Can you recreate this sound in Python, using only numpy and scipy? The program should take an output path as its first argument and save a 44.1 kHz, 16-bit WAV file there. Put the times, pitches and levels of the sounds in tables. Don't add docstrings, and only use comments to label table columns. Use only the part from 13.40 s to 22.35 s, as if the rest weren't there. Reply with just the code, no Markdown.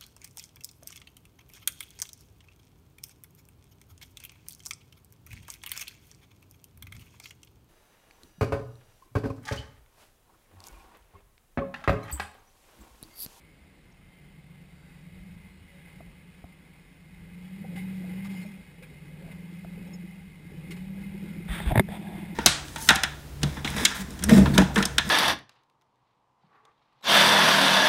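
import sys
import numpy as np
from scipy import signal
from scipy.io import wavfile
from scipy.ndimage import uniform_filter1d

SR = 44100
rng = np.random.default_rng(int(sys.argv[2]) if len(sys.argv) > 2 else 0)


def digitize_waveform(pressure):
    field = np.atleast_2d(pressure).T
    bounded = np.clip(field, -1, 1)
    quanta = np.round(bounded * 32767).astype(np.int16)
    wavfile.write(sys.argv[1], SR, quanta)


def ratio_of_db(decibels):
    return 10 ** (np.asarray(decibels, float) / 20)


N = 394681
TIME = np.arange(N) / SR
MIDWAY_S = 4.5


def evened(x):
    return x / np.sqrt(np.mean(x ** 2) + 1e-20)


def read(points, hz):
    f, value = np.transpose(points)
    return np.interp(np.log(hz + 1), np.log(f + 1), value)


def curve(rows):
    s, value = np.transpose(rows)
    return np.interp(TIME, s, value)


def swells(rows):
    return sum(height * np.exp(-(2 * (TIME - s) / length) ** 2) for s, length, height in rows)


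def add(mix, s, sound):
    part = mix[round(s * SR):][:len(sound)]
    part += sound[:len(part)]


def drift(top_hz, step=1):
    t = TIME[::256, None]
    hz = np.geomspace(top_hz / 20, top_hz, 16)
    sines = np.sin(2 * np.pi * (hz * t + rng.random(16)))
    slow = (sines / np.sqrt(hz)).sum(1)
    return np.interp(TIME[::step], t[:, 0], evened(slow))


def noise(spectrum, patchy_db, peaks=()):
    frames = N // 256 + 5
    hz = np.fft.rfftfreq(1024, 1 / SR)[:140]
    a, b, patches = rng.standard_normal((frames, 140, 3)).T
    patches = uniform_filter1d(patches, size=10, axis=0)
    patches = evened(uniform_filter1d(patches, size=12, axis=1))
    lift = 1 + sum(ratio_of_db(db + 7.5) / (1 + (2 * (hz - f) / width) ** 2) for f, width, db in peaks)
    shape = ratio_of_db(read(spectrum, hz)) * lift
    z = np.zeros((513, frames), complex)
    z[:140] = (a + 1j * b) * shape[:, None] * ratio_of_db(patchy_db * patches)
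    return evened(signal.istft(z, nperseg=1024, noverlap=768)[1][:N])


def rung(hz, width_hz, count=N):
    steadiness = 0.6
    r = np.exp(-np.pi * width_hz / SR)
    poles = [1, -2 * r * np.cos(2 * np.pi * hz / SR), r * r]
    x = rng.standard_normal(count)
    for _ in range(2):
        x = signal.lfilter([1, 0, -1], poles, x)
    x = evened(x)
    power = abs(uniform_filter1d(x ** 2, round(4 * SR / hz)))
    return evened(x / (power + 0.02) ** (steadiness / 2))


# time in seconds, engine cycles per second.
SPEED = [(0.0, 8.48), (0.732, 7.12), (1.015, 8.78), (1.559, 9.06), (1.87, 11.04), (2.276, 9.35),
         (3.596, 9.54), (4.094, 11.71), (4.472, 14.81), (4.735, 13.62), (4.835, 16.04), (5.384, 8.04),
         (5.936, 10.51), (6.639, 11.1), (7.127, 8.79), (7.432, 11.93), (7.958, 12.98), (8.95, 12.86)]
# time in seconds, length in seconds, change in cycles per second.
SURGES = [(3.07, .3, .26), (3.42, .3, -.12), (4.4, .2, .15), (4.6, .12, -.08), (4.75, .12, .15),
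          (4.92, .18, -.21), (5.03, .12, .25), (5.2, .2, -.25), (5.4, .15, .35), (5.62, .25, -.18),
          (8.08, .3, .15), (8.35, .22, .15), (7.4, .2, .2), (7.78, .2, -.2), (8.92, .25, .18)]


def engine_speed():
    flywheel = round(0.15 * SR)
    speed = curve(SPEED)
    for _ in range(2):
        speed = uniform_filter1d(speed, flywheel, mode="nearest")
    return speed + swells(SURGES)


# time in seconds, exhaust drone level in dB.
THROTTLE = [(0.0, -66), (0.45, -62.5), (0.97, -51.5), (1.45, -54), (1.82, -47), (2.25, -57), (2.6, -51.5),
            (3.44, -58.5), (4.04, -43.5), (4.44, -35), (4.98, -36), (5.3, -52.5), (5.85, -43.5),
            (6.6, -40.5), (6.97, -50), (7.25, -42.5), (7.48, -38), (8.95, -38.5)]
# order, level in dB.
ORDER_DB = [(3, -26), (4, -10), (5, 6.5), (6, -12), (7, -16), (8, 6), (9, -13), (10, -16), (11, -8.5),
            (12, -19), (13, -0.5), (14, -12), (15, -6.5), (16, 4.5), (17, -19), (18, -1), (19, -15.5),
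            (20, -8), (21, -16), (22, -16.5), (23, -26), (24, -8), (26, -22)]
SHAKE_ORDERS = (3, 4, 5, 6, 7, 8, 9, 19)
# blow strength, travel time through its exhaust branch in milliseconds.
FIRING = [(1.0, 3.8), (1.15, 8.5), (.65, 3.1), (.6, 4.2), (1.35, 8.3), (.6, 8.4), (.85, 8.2), (1.3, 9.0)]
# resonance in Hz, width in Hz.
MUFFLER = [(172, 19), (192, 16)]
# frequency in Hz, level in dB.
PIPE = [(30, -28), (55, -30.5), (115, -21), (128, -20), (142, -7.5), (152, -2), (165, -2.5), (176, 2),
        (190, 3.5), (201, -1), (209, -9.5), (220, -36), (235, -32), (450, -60)]
# time in seconds, length in seconds, level change in dB.
STUMBLE = [
    (5.245, 0.031, -19),
]


def exhaust(speed, turns):
    strength, travel_ms = np.transpose(FIRING)
    throttle_db = curve(THROTTLE)
    shake_db = 0.97 * np.clip(-38 - throttle_db[::20], 0, 17)
    drone = power = 0
    for k, db in ORDER_DB:
        hz = k * speed[::20]
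        cycles_late = k * np.arange(8) / 8 + hz[:, None] * travel_ms / 1000
        blows = (strength * np.exp(-2j * np.pi * cycles_late)).sum(1)
        for centre, width in MUFFLER:
            blows = blows / (1 - (hz / centre) ** 2 + 1j * hz * width / centre ** 2)
        order_db = db + (k in SHAKE_ORDERS) * shake_db
        size = ratio_of_db(order_db + read(PIPE, hz) + 1.1 * drift(6.0, step=20))
        phase = 2 * np.pi * k * turns[::20] + np.angle(blows) + 0.1 * drift(5.0, step=20)
        drone = drone + size * np.cos(phase)
        power = power + size ** 2 / 2
    drone = drone / np.sqrt(uniform_filter1d(power, size=200))
    return ratio_of_db(throttle_db + swells(STUMBLE)) * signal.resample_poly(drone, 20, 1)[:N]


# level at cruise in dB, dB per dB of throttle,
# dB per octave of speed, dB per second of climbing closer.
HISS_LAW = (-60, 0.127, 8.5, 0.47)
RUMBLE_LAW = (-60.5, 0.9151, -4.5, 0.8)
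THRUM_LAW = (-63, -0.23, -5, 1.6)
BOOM_LAW = (-63, .5, -3, 0.3)


def follows(law, speed):
    base_db, per_db, per_octave, per_s = law
    cruise_db, cruise_hz = -45, 10.5
    load_db = per_db * (curve(THROTTLE) - cruise_db)
    return base_db + load_db + per_octave * np.log2(speed / cruise_hz) + per_s * (TIME - MIDWAY_S)


# time in seconds, length in seconds, lift in dB.
SCRUBS = [
    (1.4, .25, -1.5),
    (2.5, 0.53, 5),
    (4.2, 0.3, -0.5),
    (4.55, 0.62, 1),
    (4.97, 0.13, 3.5),
    (5.45, 1, 4),
    (5.9, 0.15, 2.5),
    (6.35, 0.25, 2),
    (7.15, 0.33, 3),
    (7.62, 0.099, 3.5),
]


def hiss_level(speed):
    return follows(HISS_LAW, speed) + 0.73 * swells(SCRUBS)


# frequency in Hz, level in dB per Hz.
HISS = [(410, -59), (700, -34), (807, -6), (1230, -12.5), (1620, -6), (1830, -7.5), (2100, -2),
        (2550, -7.5), (2760, -12), (3130, -12.5), (3900, -15), (5300, -15.5), (5900, -21.5), (7670, -80),
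        (13000, -120)]
RUMBLE = [(140, -3.5), (230, 5), (285, -2), (586, -5.5), (662, -23), (806, -8.5), (1000, -22), (1300, -23),
          (2200, -120)]
THRUM = [(18, -19), (32, -10), (50, 0.5), (90, -9), (130, -9.5), (200, -1.5), (300, -101)]
# frequency in Hz, width in Hz, level in dB.
PANELS = [(800, 33, -3.5), (1662, 36, -5), (2096, 144, -3), (2517, 85, -4.5), (2785, 57, -2.5),
          (2977, 37, -0.5), (3320, 70, -4.5), (3775, 140, -5.5)]
# time in seconds, length in seconds, lift in dB.
GUSTS = [(.97, .6, 2), (1.9, 0.51, 14), (2.5, .6, 5), (3.84, 0.29, 10), (4.97, 0.22, -1), (5.8, .5, 4.5),
         (7.0, .5, 0.5), (7.55, 0.84, 12.5), (8.2, 0.47, 14.5), (8.6, 0.87, 9.5), (5.87, .1, 8),
         (6.37, .15, 8), (4.1, .15, 8), (1.75, .3, 4), (2.63, .2, 7), (3.55, .25, -7)]


def engine_bay(speed, turns):
    blow = np.array(FIRING)[(8 * turns).astype(int) % 8, 0]
    puff = blow * np.exp(-(8 * turns % 1) / 0.51)
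    hiss = evened(noise(HISS, 0.95, PANELS) * (1 + 0.5 * puff) * ratio_of_db(0.72 * drift(25)))
    rumble = evened(noise(RUMBLE, 2.7) * (1 + 0.62 * puff) * ratio_of_db(drift(25)))
    thrum = ratio_of_db(follows(THRUM_LAW, speed) + swells(GUSTS)) * noise(THRUM, 1.6)
    rumble_db = follows(RUMBLE_LAW, speed) + 1.24 * swells(SCRUBS)
    return ratio_of_db(hiss_level(speed)) * hiss + ratio_of_db(rumble_db) * rumble + thrum


# frequency in Hz, width in Hz, level over the hiss in dB,
# dB per second as the vehicle turns.
WHINES = [(2091, 56, -10, -0.4), (2960, 25, -21, -0.5), (2530, 80, -14, 0.6)]


def boom(speed):
    silencer = ratio_of_db(follows(BOOM_LAW, speed)) * rung(177, 6)
    whine = sum(ratio_of_db(db + per_s * (TIME - MIDWAY_S)) * rung(hz, width_hz)
                for hz, width_hz, db, per_s in WHINES)
    return silencer + ratio_of_db(hiss_level(speed)) * whine


# time in seconds, length in seconds,
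# frequency in Hz, width in Hz, level in dB.
SINGS = [(.06, 0.31, 2200, 91, -68), (0.78, 0.23, 2100, 70, -66.5), (0.8, 0.51, 3100, 50, -77),
         (1.45, .4, 4620, 250, -77), (1.55, 0.64, 3780, 200, -76), (1.517, .15, 2000, 80, -68),
         (1.9, 0.29, 2160, 120, -68), (2.25, 0.32, 2900, 60, -74), (2.3, 0.17, 2020, 100, -64),
         (2.15, .15, 4150, 100, -76), (5.438, 0.027, 2410, 400, -53), (5.87, 0.088, 680, 55, -62),
         (7.328, .04, 2210, 120, -52), (8.23, 0.12, 3610, 400, -53), (4.398, 0.068, 2120, 110, -48),
         (4.97, 0.092, 2120, 120, -57), (4.97, .1, 5000, 500, -64), (5.07, .05, 5400, 200, -67),
         (.6, .3, 2700, 80, -80), (1.43, .2, 1500, 200, -70), (7.9, 0.16, 1420, 200, -63),
         (8.29, .05, 2530, 500, -45.5), (8.545, .08, 3450, 250, -56), (.15, .2, 155, 33, -67),
         (.6, .12, 150, 30, -64)]


def sings():
    out = np.zeros(N)
    for s, length, hz, width_hz, db in SINGS:
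        t = np.arange(max(-s, -length), length, 1 / SR)
        add(out, s + t[0], ratio_of_db(db) * np.exp(-(2 * t / length) ** 2) * rung(hz, width_hz, count=len(t)))
    return out


# start in seconds, peak in dB, ring in Hz, 60 dB decay in seconds, thud in dB.
TICKS = [
    (2.605, -36, 670, 0.024, -39),
    (3.041, -37, 704, 0.021, -29.5),
    (4.247, -40, 775, 0.043, -54),
    (4.371, -45.5, 786, 0.11, -55),
    (4.643, -39, 677, 0.022, -52),
    (5.049, -48, 608, 0.091, -56),
    (5.88, -50.5, 660, 0.12, -53),
    (6.247, -35, 676, 0.022, -32),
    (7.099, -57, 790, 0.05, -65),
    (8.487, -29.5, 650, 0.021, -27),
]
# start in seconds, peak in dB, length in seconds, brightness (each unit adds 7.3 dB of
SCUFFS = [(0.517, -73, 0.036, -6), (1.4794, -56.5, 0.12, -1.5), (2.475, -50, 0.044, -6),
          (4.357, -39, 0.056, -5), (4.843, -39, 0.027, -0.3), (5.423, -44, 0.02, 0),
          (4.903, -50.5, 0.042, 0.7), (5.0, -47.5, .04, 0), (5.907, -45, 0.025, -6),
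          (6.11, -55.5, 0.075, 0.5), (7.306, -48, 0.026, 2.5), (7.363, -49, 0.033, 0.5)]
# start in seconds, peak in dB, frequency in Hz, length in seconds.
SQUEAKS = [
    (0.515, -63, 5570, 0.018),
    (.523, -70, 5100, .005),
    (0.527, -68, 5850, .004),
    (.525, -72, 4800, .006),
    (2.247, -62.5, 560, 0.21),
    (5.016, -57.5, 4270, 0.035),
    (6.464, -65, 5320, .035),
    (6.526, -48, 5275, 0.032),
    (6.545, -57, 5200, 0.022),
]


def stones():
    out = np.zeros(N)
    t = np.arange(4000) / SR
    for s, db, hz, t60, thud_db in TICKS:
        overtone = 0.17 * np.sin(2 * np.pi * 1.47 * hz * t) * ratio_of_db(-90 * t / t60)
        ring = ratio_of_db(db + 3 - 60 * t / t60) * (np.sin(2 * np.pi * hz * t) + overtone)
        thud = np.sin(2 * np.pi * 88 * t) + 0.53 * np.sin(2 * np.pi * 235 * t)
        thud = -ratio_of_db(thud_db - 60 * t / 0.032) * thud
        add(out, s, (1 - np.exp(-t / 0.0016)) * (ring + thud))
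    grit = noise(HISS, 2.0, PANELS)
    bright = evened(np.diff(grit, prepend=0))
    for s, db, length, tilt_db in SCUFFS:
        at = slice(round(s * SR), round(s * SR) + len(t))
        decay = np.exp(-(t / length) ** 2) + 0.5 * np.exp(-t / 0.016)
        shape = (1 - np.exp(-t / 0.0038)) * decay
        add(out, s, ratio_of_db(db - 9.5) * shape * (grit[at] + ratio_of_db(7.3 * tilt_db - 5) * bright[at]))
    for s, db, hz, length in SQUEAKS:
        u = np.arange(round(length * SR))
        add(out, s, ratio_of_db(db) * np.hanning(len(u)) * np.sin(2 * np.pi * hz * u / SR))
    return out


# start in seconds, peak in dB, ring in Hz.
BUMPS = [(4.608, -34.5, 298), (4.91, -38, 374), (5.955, -52, 353), (6.257, -38.5, 356), (6.375, -36.5, 430),
         (7.049, -39, 324), (7.118, -38, 410), (7.298, -32, 324), (7.53, -55, 288), (7.576, -51, 285),
         (7.744, -31.5, 358), (7.821, -39, 372), (7.962, -32, 313), (8, -31, 352), (8.063, -39, 338),
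         (8.16, -31, 336), (8.199, -43, 378), (8.258, -29, 314), (8.355, -37, 397), (8.393, -7.5, 371),
         (8.486, -32.5, 450), (8.565, -40, 334), (8.611, -32.5, 336), (8.688, -31, 352), (8.779, -26, 320),
         (8.826, -30, 328), (8.927, -29.5, 320)]


def chassis():
    out = np.zeros(N)
    t = np.arange(5000) / SR
    for s, db, hz in BUMPS:
        decay = ratio_of_db(db - 60 * t / 0.048)
        add(out, s, decay * (1 - np.exp(-t / 0.0038)) * np.sin(2 * np.pi * hz * t))
    return out


# start in seconds, peak in dB, ring in Hz, 60 dB decay
# in seconds.
RATTLES = [(1.71, -41, 93, .12), (2.21, -41.5, 90, 0.13), (2.46, -47, 2070, 0.034), (2.605, -51, 211, 0.12),
           (2.6055, -46, 1150, 0.013), (3.0412, -45, 1250, 0.011), (4.185, -44, 315, .05),
           (4.242, -39, 500, 0.044), (4.3615, -51, 2200, .05), (4.364, -49, 3640, .04),
           (4.506, -43, 343, 0.056), (4.689, -38.5, 332, 0.061), (4.8244, -40, 2150, 0.031),
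           (4.855, -46, 1190, 0.043), (4.9023, -49, 2500, .04), (4.945, -46, 785, 0.049),
           (4.9676, -45, 2150, 0.044), (4.975, -48, 2900, .05), (5.0634, -46, 2450, 0.053),
           (5.1377, -48, 2460, 0.06), (5.381, -54, 467, 0.12), (5.42, -48.5, 507, 0.11),
           (5.508, -51.5, 414, 0.19), (5.915, -46, 2100, 0.045), (6.123, -46, 315, .08),
           (6.2472, -37, 1400, 0.0071), (6.36, -49, 310, .08), (6.636, -43, 330, 0.12),
           (.72, -59, 179, .35), (7.14, -42, 333, 0.085), (7.3108, -50, 1150, .04), (7.32, -42, 398, 0.11),
           (7.37, -45, 382, .06), (7.577, -46, 500, 0.043), (7.638, -46, 2120, .05),
           (7.84, -35, 334, 0.074), (7.9693, -47, 2140, 0.044), (8.3605, -25, 2280, 0.011),
           (8.3805, -22.5, 2600, 0.011), (8.2025, -28, 1900, 0.013), (8.3188, -30, 1890, .012),
           (8.3188, -26, 800, .02), (8.4875, -33, 1700, .015), (8.4875, -48, 3430, .012),
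           (8.521, -38, 810, 0.031), (8.538, -37, 754, 0.066), (8.555, -46, 850, 0.028),
           (8.575, -47, 646, .03), (8.67, -42, 1670, 0.056), (8.685, -50, 3500, 0.033),
           (8.852, -40, 2070, .02), (8.915, -49, 2080, 0.067)]


def rattles():
    out = np.zeros(N)
    t = np.arange(6000) / SR
    for s, db, hz, t60 in RATTLES:
        decay = ratio_of_db(db - 60 * t / t60)
        add(out, s, -decay * (1 - np.exp(-2.5 * hz * t)) * np.sin(2 * np.pi * hz * t))
    return out


# start in seconds, length in seconds, fingertip rustle in dB,
# palm scrape in dB, swell over the stroke in dB.
STROKES = [
    (8.078, 0.13, -35.5, -54, -4.5),
    (8.18, 0.086, -46, -50, 0.5),
    (8.253, 0.085, -38.5, -44, -6.5),
    (8.3, 0.032, -60, -33, 1),
    (8.33, 0.05, -47, -38.5, -1),
    (8.383, 0.03, -45, -38, 4),
    (8.475, 0.11, -50.5, -48, 5),
    (8.567, 0.42, -52, -47, -7),
]


def stroked(column):
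    roundness = 0.63
    out = np.zeros(N)
    for row in STROKES:
        s, length, swell_db = row[0], row[1], row[4]
        u = np.arange(0, length, 1 / SR) / length
        add(out, s, abs(np.sin(np.pi * u)) ** roundness * ratio_of_db(row[column] + swell_db * u))
    return out


# frequency in Hz, level in dB per Hz.
RUB_TONE = [(150, -39), (285, -9), (538, -11.5), (902, -9), (1700, -4), (2190, -2.5), (2930, -12),
            (3520, -3), (3950, -15.5), (4300, -22), (4770, -23), (5900, -27), (7670, -62), (13000, -120)]
PALM = [(200, -90), (300, -3), (520, -24), (640, -3), (800, -3.5), (950, -7), (1300, -48), (1800, -90)]
# start in seconds, peak in dB, frequency in Hz, number of cycles.
PUSHES = [
    (8.082, -22.5, 48.7, 2.9),
    (8.256, -15.5, 53, 2.2),
    (8.305, -20.5, 60, 1.3),
    (8.3171, -17.5, 135, 2.8),
    (8.308, -19, 45, 1.23),
    (8.3545, -13, 230, 2.12),
    (8.363, -16.5, 142, 1.46),
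    (8.371, -19, 115, 1.3),
    (8.374, -11, 110, 2.4),
    (8.394, -12, 192, 3.55),
]
# start in seconds, peak in dB, brightness in dB per octave.
KNOCKS = [(8.088, -32, 14), (8.114, -33, 25), (8.128, -32, 20), (8.152, -30, 14), (8.103, -34, 14),
          (8.168, -31, 18), (8.218, -36, 18), (8.238, -36, 18), (8.183, -30, 24), (8.276, -26, 21),
          (8.292, -35, 15), (8.202, -23, 5.5), (8.2615, -30, 0), (8.3185, -15.5, 8.5), (8.3532, -18, 4),
          (8.3563, -7, 7), (8.368, -19.5, 11), (8.3713, -23, 6), (8.3744, -15, 2), (8.3765, -7, 12),
          (8.395, 0, 8)]
# frequency in Hz, level in dB, 60 dB decay in seconds.
HOUSING = [(408, 1, 0.086), (672, 11.5, 0.021), (858, 13, 0.021), (1090, 0.5, 0.012), (1400, -13, 0.013),
           (1830, 5.5, 0.0094), (2120, -4, 0.022), (2720, -16, 0.0085), (3500, -5, 0.0092),
           (4540, -27, 0.011)]


def hand():
    grains = 1 + 6.7 * (rng.random(N) < 0.006)
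    rustle = noise(RUB_TONE, 1.4) * uniform_filter1d(grains, size=60)
    out = stroked(column=2) * ratio_of_db(2 * drift(60)) * rustle
    out += stroked(column=3) * ratio_of_db(0.89 * drift(35)) * noise(PALM, 1.0)
    for s, db, hz, cycles in PUSHES:
        u = np.arange(round(cycles / hz * SR))
        wave = np.cos(2 * np.pi * hz * (u - len(u) / 2) / SR)
        add(out, s, -ratio_of_db(db) * np.hanning(len(u)) * wave)
    t = np.arange(3000) / SR
    early = t[:500]
    for s, db, bright_db in KNOCKS:
        ring = sum(ratio_of_db(level_db + bright_db * np.log2(hz / 800) - 60 * t / t60) * np.sin(2 * np.pi * hz * t)
                   for hz, level_db, t60 in HOUSING)
        slips = rng.standard_normal(500) * (rng.random(500) < 0.06)
        blow = np.exp(-((early - 0.001) / 0.0001) ** 2)
        contact = slips * np.exp(-early / 0.0024) + blow
        knock = np.convolve(np.convolve(contact, np.hanning(9)), ring)
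        add(out, s, -ratio_of_db(db) * knock / abs(knock).max())
    return out


# frequency in Hz, level in dB per Hz.
AIR = [(12, -33), (30, -10), (46, -2), (148, -16), (243, -10.5), (274, -13), (601, -22), (661, -23.5),
       (744, -23), (990, -26), (1560, -28), (2170, -24.5), (5900, -37.5), (7670, -83), (13000, -120)]


def forest_air():
    return ratio_of_db(-58 + 0.15 * drift(7.2)) * noise(AIR, 1.0)


def scene():
    speed = engine_speed()
    turns = np.cumsum(speed) / SR + 0.8
    vehicle = exhaust(speed, turns) + engine_bay(speed, turns) + boom(speed) + sings()
    impacts = stones() + chassis() + rattles()
    return (vehicle + impacts + hand() + forest_air())[None]


def band_limit(x):
    return signal.sosfilt(signal.butter(12, 15300, fs=SR, output="sos"), x)


def record(dry):
    bass_cut = signal.butter(2, 33.0, "high", fs=SR, output="sos")
    trimmed = signal.sosfilt(bass_cut, dry)
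    stored = signal.resample_poly(trimmed, 40, 147, axis=1)
    held = signal.resample_poly(np.repeat(stored, 4, axis=1), 147, 160, axis=1)
    held = np.pad(held, ((0, 0), (0, 8)))[:, :N]
    edge = signal.firwin(511, 15330, window=("kaiser", 6), fs=SR)
    finished = signal.oaconvolve(held, edge[None], "same")
    return band_limit(finished)


dry = scene()
out = record(dry)
digitize_waveform(out)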